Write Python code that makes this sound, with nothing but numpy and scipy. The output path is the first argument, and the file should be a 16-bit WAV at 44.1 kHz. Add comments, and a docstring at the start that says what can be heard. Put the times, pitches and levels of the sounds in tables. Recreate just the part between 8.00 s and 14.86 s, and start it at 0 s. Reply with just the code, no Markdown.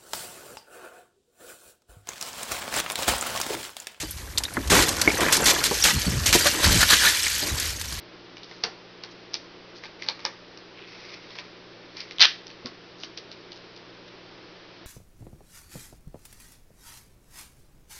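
"""Sharp clicks, a soft fizzing peel and one short rip: duct tape handled in a small carpeted room.
The stiff strip clicks as it buckles, fizzes as its glue lets go and rips as its cloth threads part.
Fingers smooth it down and the roll thuds on the carpet, over a faint motor hum and hiss.
A small narrow-band microphone, a metre or two away, dulls the top."""
import sys
import numpy as np
from scipy import signal
from scipy.fft import rfft, irfft, next_fast_len
from scipy.io import wavfile
from scipy.ndimage import uniform_filter1d

SR = 44100
rng = np.random.default_rng(int(sys.argv[2]) if len(sys.argv) > 2 else 0)


def materialize(psi):
    """Save the field psi as 16-bit PCM at rate SR to the path in sys.argv[1].

    A 1-D psi becomes a single channel; in a 2-D psi each row is a channel.
    """
    bounded = np.clip(np.atleast_2d(psi).T, -1, 1)
    quanta = np.round(bounded * 32767).astype(np.int16)
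    wavfile.write(sys.argv[1], SR, quanta)


N = 302526
T = np.arange(N) / SR
TOP_HZ = 6750  # upper edge of the band


def undb(db):
    """Decibels to gain."""
    return 10 ** (np.asarray(db) / 20)


def unit(x):
    """Scale to rms 1."""
    return x / np.sqrt(np.mean(x ** 2))


def fade(t, t60):
    """Exponential decay that has lost 60 dB at t60."""
    return np.exp(-np.log(1000) * t / t60)


def colour(x, points):
    """Equalise along a curve of (f/Hz, gain/dB) points."""
    hz, db = np.transpose(points)
    size = next_fast_len(2 * len(x))
    f = np.maximum(np.fft.rfftfreq(size, 1 / SR), 1)
    gain = undb(np.interp(np.log(f), np.log(hz), db))
    return irfft(rfft(x, size) * gain, size)[:len(x)]


def resonate(x, hz, width_hz):
    """Two-pole resonance, gain 1 at the centre."""
    return signal.lfilter(*signal.iirpeak(hz, hz / width_hz, fs=SR), x)


def walk(rate):
    """Smooth random wander with a spread near 1, turning rate times a second."""
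    step = int(SR / rate)
    return uniform_filter1d(np.repeat(rng.standard_normal(N // step + 1), step), step)[:N]


def crackle(rate, spread_db):
    """Tiny snaps at random moments, about rate a second, rms 1."""
    hit = rng.random(N) < rate / SR
    size = undb(spread_db * np.clip(rng.standard_normal(N), -2, 2))
    return unit(hit * size * rng.choice([-1, 1], N))


def add(out, s, sound):
    """Mix a sound in at time s."""
    i = int(s * SR)
    out[i:i + len(sound)] += sound[:N - i]


def background(hiss_db, hum_hz, hum_db, waver_rad):
    """The bed: steady hiss and the harmonics of a slightly wavering motor hum."""
    # spectrum of the hiss: f/Hz, relative level/dB
    hiss_colour = [(30, -12.5), (90, -14.5), (145, -11.5), (220, -10), (290, -4), (345, 2), (400, -2),
                   (500, -4.5), (750, -10), (1400, -11), (3000, -13), (5000, -14.5), (5800, -22),
                   (6700, -44.5)]
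    # motor harmonics: multiple of hum_hz, relative level/dB
    harmonics = [(2, -62), (3, -59), (4, -72.5), (6, -71), (8, -66), (10, -68.5)]
    hiss = unit(colour(rng.standard_normal(N), hiss_colour)) * undb(hiss_db + 0.16 * walk(3.7))
    phase = 2 * np.pi * hum_hz * T + waver_rad * walk(5.9)
    hum = sum(undb(db) * np.sqrt(2) * np.sin(k * phase + 2 * np.pi * rng.random())
              for k, db in harmonics)
    return hiss + undb(hum_db) * hum


def room(x, wet_db, early_db=-7, early_t60=0.21, late_db=-10, late_t60=0.34):
    """Direct sound, a few near echoes, quick scatter off the furniture and a short tail."""
    # echoes off nearby surfaces: delay/s, relative level/dB
    echoes = [(.0033, -32.5), (0.0082, -19.5), (0.014, -19)]
    # tone of the scatter and tail: f/Hz, gain/dB
    room_colour = [(150, -10), (800, -6), (2000, -1), (4000, -4.5), (6500, -4.5)]
    t = np.arange(SR // 2) / SR
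    early, late = rng.standard_normal((2, len(t))) * (1 - np.exp(-t / 0.004))
    early, late = early * fade(t, early_t60), late * fade(t, late_t60)
    diffuse = undb(early_db) * early / np.linalg.norm(early) + undb(late_db) * late / np.linalg.norm(late)
    response = colour(diffuse, room_colour)
    for s, db in echoes:
        response[int(s * SR)] += undb(db)
    return x + undb(wet_db) * signal.fftconvolve(x, response)[:N]


def rubs(slip_rate, spread_db):
    """Short, faint rasps: skin catches and slips on the cloth backing."""
    # fingers smoothing the tape down: middle t/s, half length/s, level/dB, centre f/Hz
    strokes = [(.56, .1, -56, 4500), (1.113, 0.0089, -54, 5000), (1.771, 0.013, -47.5, 4700),
               (2.811, 0.033, -48, 2510), (5.029, 0.027, -45, 4700), (5.568, 0.0084, -49, 4170),
               (6.083, 0.0074, -46.5, 3800)]
    out = np.zeros(N)
    slips = crackle(slip_rate, spread_db)
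    for s, half_s, db, hz in strokes:
        width_hz = 0.51 * hz
        rasp = resonate(resonate(slips, hz, width_hz), hz, width_hz)
        swell = np.exp(-((T - s) / half_s) ** 2 / 2)
        out += unit(rasp) * undb(db) * swell
    return out


def roll(land_s, level_db):
    """A dull thud: the heavy roll lands on the carpet, which softens the contact."""
    # modes of the landing roll: f/Hz, relative level/dB, t60/s
    modes = [(140, -6, .06), (244, 0, 0.081), (375, -5.5, 0.077), (500, -5, 0.083)]
    out, t = np.zeros(N), np.arange(SR // 3) / SR
    ring = sum(undb(db) * np.sin(2 * np.pi * hz * t) * fade(t, t60) for hz, db, t60 in modes)
    soft_attack = 1 - np.exp(-t / 0.0015)
    add(out, land_s, undb(level_db) * ring * soft_attack)
    return out


def peel(attack_s, swell_db, release_t60, flutter_db):
    """Glue strands part in a soft fizz that swells as each pull quickens and dies when the hand stops."""
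    # pulls that draw tape off the roll: start t/s, length/s, end level/dB
    pulls = [(1.99, 0.058, -43.5), (2.17, .07, -53), (2.87, .26, -43.5), (3.216, 0.2, -51),
             (3.928, 0.084, -43.5), (4.1, .08, -54)]
    # spectrum of the parting glue: f/Hz, relative level/dB
    peel_colour = [(300, -25), (900, -9.5), (1700, -6), (2050, 4.5), (2400, 2.5), (2900, -6.5), (4200, -1),
                   (5300, -1), (6000, -8), (6900, -22.5)]
    envelope = np.zeros(N)
    for start, length, db in pulls:
        grip = np.clip((T - start) / attack_s, 0, 1)
        to_go = np.clip(1 - (T - start) / length, 0, 1)
        release = fade(np.maximum(T - start - length, 0), release_t60)
        envelope += grip * undb(db - swell_db * to_go) * release
    fizz = unit(colour(crackle(rate=1300, spread_db=0), peel_colour))
    return fizz * envelope * undb(flutter_db * walk(60))


def snap(hz, width_hz, broad_db, spread_s):
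    """One sudden release, peak 1: a broad tick with a hump at its pitch."""
    f = np.fft.rfftfreq(512, 1 / SR)
    hump = np.exp(-((f - hz) / width_hz) ** 2)
    bass_cut = f ** 2 / (f ** 2 + 1000 ** 2)  # a narrow strip radiates little bass
    broad = undb(broad_db) * bass_cut / (1 + (f / TOP_HZ) ** 20)
    delay = .0005 + spread_s * np.maximum(1 - f / TOP_HZ, 0)  # in a thin sheet the highs arrive first
    phase = -2 * np.pi * np.cumsum(delay) * f[1]
    wave = irfft((hump + broad) * np.exp(1j * phase))[:SR // 200]
    return wave / np.abs(wave).max()


def creases(snap_db, ring_db, ring_cycles, flap_db, flap_t60,
            crinkle_db, crinkle_t60, strain_db, strain_t60):
    """The stiff strip crinkles under strain, snaps over and rings, springs back, crinkles on and flaps."""
    # the strip buckling: t/s, relative level/dB, snap f/Hz, flap offset/dB
    buckles = [(0.369, -33, 2600, -17), (.432, -31, 4120, -23), (.512, -36, 2000, -5.5),
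               (0.6371, -9, 4810, -15.5), (1.036, -25.5, 4800, -13), (1.335, -31, 5190, -17),
               (1.3409, -13, 5190, -32), (1.836, -29, 2120, -12.5), (1.855, -33, 2360, -13),
               (2.022, -23.5, 2190, -26), (2.063, -33.5, 4600, -8), (2.0859, -9.5, 4200, -20.5),
               (2.192, -34.5, 2260, -10), (2.2507, -11.5, 5060, -16), (2.574, -36, 5100, -16),
               (3.305, -36.5, 3830, -13), (3.354, -32, 4150, -12), (3.386, -24, 2530, -14),
               (3.969, -26.5, 4730, -19), (4.004, -22.5, 4700, -37.5), (4.109, -28.5, 2170, -31),
               (4.468, -31.5, 5200, -38), (4.501, -35, 2770, -30), (4.658, -21, 4570, -16),
               (5.034, -22, 3180, -21.5), (5.174, -23.5, 5000, -33), (5.315, -30, 4400, -35),
               (5.519, -29.5, 3800, -32), (5.763, -36.5, 4970, -30)]
    # modes of the stretched strip: multiple of its pitch, width/Hz, gain/dB
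    modes = [(.28, 70, -8.5), (0.621, 70, -0.5), (0.999, 118, 0.5), (1.279, 131, -5), (1.85, 158.5, -4.5),
             (2.4, 246, -15)]
    # spectrum of the crinkle: f/Hz, relative level/dB
    crinkle_colour = [(200, -25), (1000, -6.5), (2200, 4.5), (3800, 11.5), (5700, 7), (7000, -31)]
    out, crinkle_envelope = np.zeros((2, N))
    t = np.arange(SR // 6) / SR
    for s, db, hz, loose_db in buckles:
        click = snap(hz, width_hz=0.18 * hz, broad_db=-13, spread_s=0.002015)
        add(out, s, undb(db + snap_db) * click)
        ring = np.sin(2 * np.pi * hz * t) * (1 - np.exp(-t / 0.0025)) * fade(t, ring_cycles / hz)
        add(out, s, undb(db + ring_db) * ring)
        # the crease springs back with a second, weaker click
        rebound = snap(hz=4600, width_hz=740, broad_db=-10.5, spread_s=0.0027)
        add(out, s + .011, undb(0.68 * db - 15.5) * rebound)
        # soft creases are looser: their crinkle shrinks less than their snap
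        crinkle_level = undb(0.8 * db + crinkle_db)
        build_up = undb(strain_db) * fade(t, strain_t60)[::-1]
        add(crinkle_envelope, s - t[-1], crinkle_level * build_up)
        add(crinkle_envelope, s, crinkle_level * fade(t, crinkle_t60))
        shake = rng.standard_normal(len(t)) * fade(t, flap_t60)
        shake[0] += 10  # the jolt of the snap itself
        strip_hz = 706 + 80.5 * s  # climbs as more is stuck down and the free length shrinks
        flap = sum(undb(mode_db) * resonate(shake, k * strip_hz, width) for k, width, mode_db in modes)
        add(out, s, undb(db + loose_db + flap_db) * flap)
    crinkle = unit(colour(crackle(rate=2600, spread_db=7), crinkle_colour))
    return out + crinkle_envelope * crinkle


def rip(thread_db, stop_s):
    """The cloth backing tears: a hail of fibres, the strong threads standing out, then a sudden stop."""
    # envelope of the tear running across the strip: t/s, level/dB
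    tear = [(4.197, -28), (4.208, -15.5), (4.228, -12), (4.245, -16.5), (4.256, -10)]
    # spectrum of the breaking fibres: f/Hz, relative level/dB
    tear_colour = [(100, -59), (400, -33.5), (680, -17.5), (850, -16), (1300, -14.5), (1900, -5.5),
                   (2600, -7), (3400, -0.5), (4400, -6.5), (5400, -9.5), (6200, -16), (6900, -34)]
    # single strong threads parting: t/s, relative peak level/dB, f/Hz
    threads = [(4.1826, -22, 3400), (4.194, -17.5, 3500), (4.2052, -4, 4340), (4.2131, -1.5, 4200),
               (4.2175, 0, 4120), (4.2236, 0.5, 4540), (4.2537, -17, 3100)]
    times, levels_db = np.transpose(tear)
    gate = (T > times[0]) * np.clip((times[-1] - T) / stop_s + .5, 0, 1)
    fibres = unit(colour(crackle(rate=3200, spread_db=2.0), tear_colour))
    out = fibres * undb(np.interp(T, times, levels_db)) * gate
    for s, db, hz in threads:
        add(out, s, undb(db + thread_db) * snap(hz, width_hz=760, broad_db=-15.5, spread_s=.003))
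    return out


def scene():
    """Tape sounds in the room, dulled at the top by the microphone, over the bed of hum and hiss."""
    clicks = creases(snap_db=1.24, ring_db=-11.5, ring_cycles=75, flap_db=12, flap_t60=0.18,
                     crinkle_db=-20.0, crinkle_t60=0.092, strain_db=-1.5, strain_t60=0.018)
    handling = rip(thread_db=2.5, stop_s=.002)
    handling += peel(attack_s=.007, swell_db=9, release_t60=0.37, flutter_db=2.5)
    handling += rubs(slip_rate=1500, spread_db=8.5)
    handling += roll(land_s=4.648, level_db=-31)
    # the clicks face the microphone and carry less of the room
    tape = room(clicks, wet_db=-2.5) + room(handling, wet_db=-1.5)
    dulled = signal.sosfilt(signal.butter(N=12, Wn=6100, fs=SR, output="sos"), tape)
    bed = background(hiss_db=-48, hum_hz=59.4, hum_db=-2, waver_rad=0.055)
    return (dulled + bed)[None]


def record(dry):
    """The loudest peaks are clipped and the treble is cut steeply."""
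    clipped = np.clip(dry, -.83, .83)
    return signal.sosfilt(signal.ellip(9, .2, 80, TOP_HZ, fs=SR, output="sos"), clipped)


dry = scene()
out = record(dry)
materialize(out)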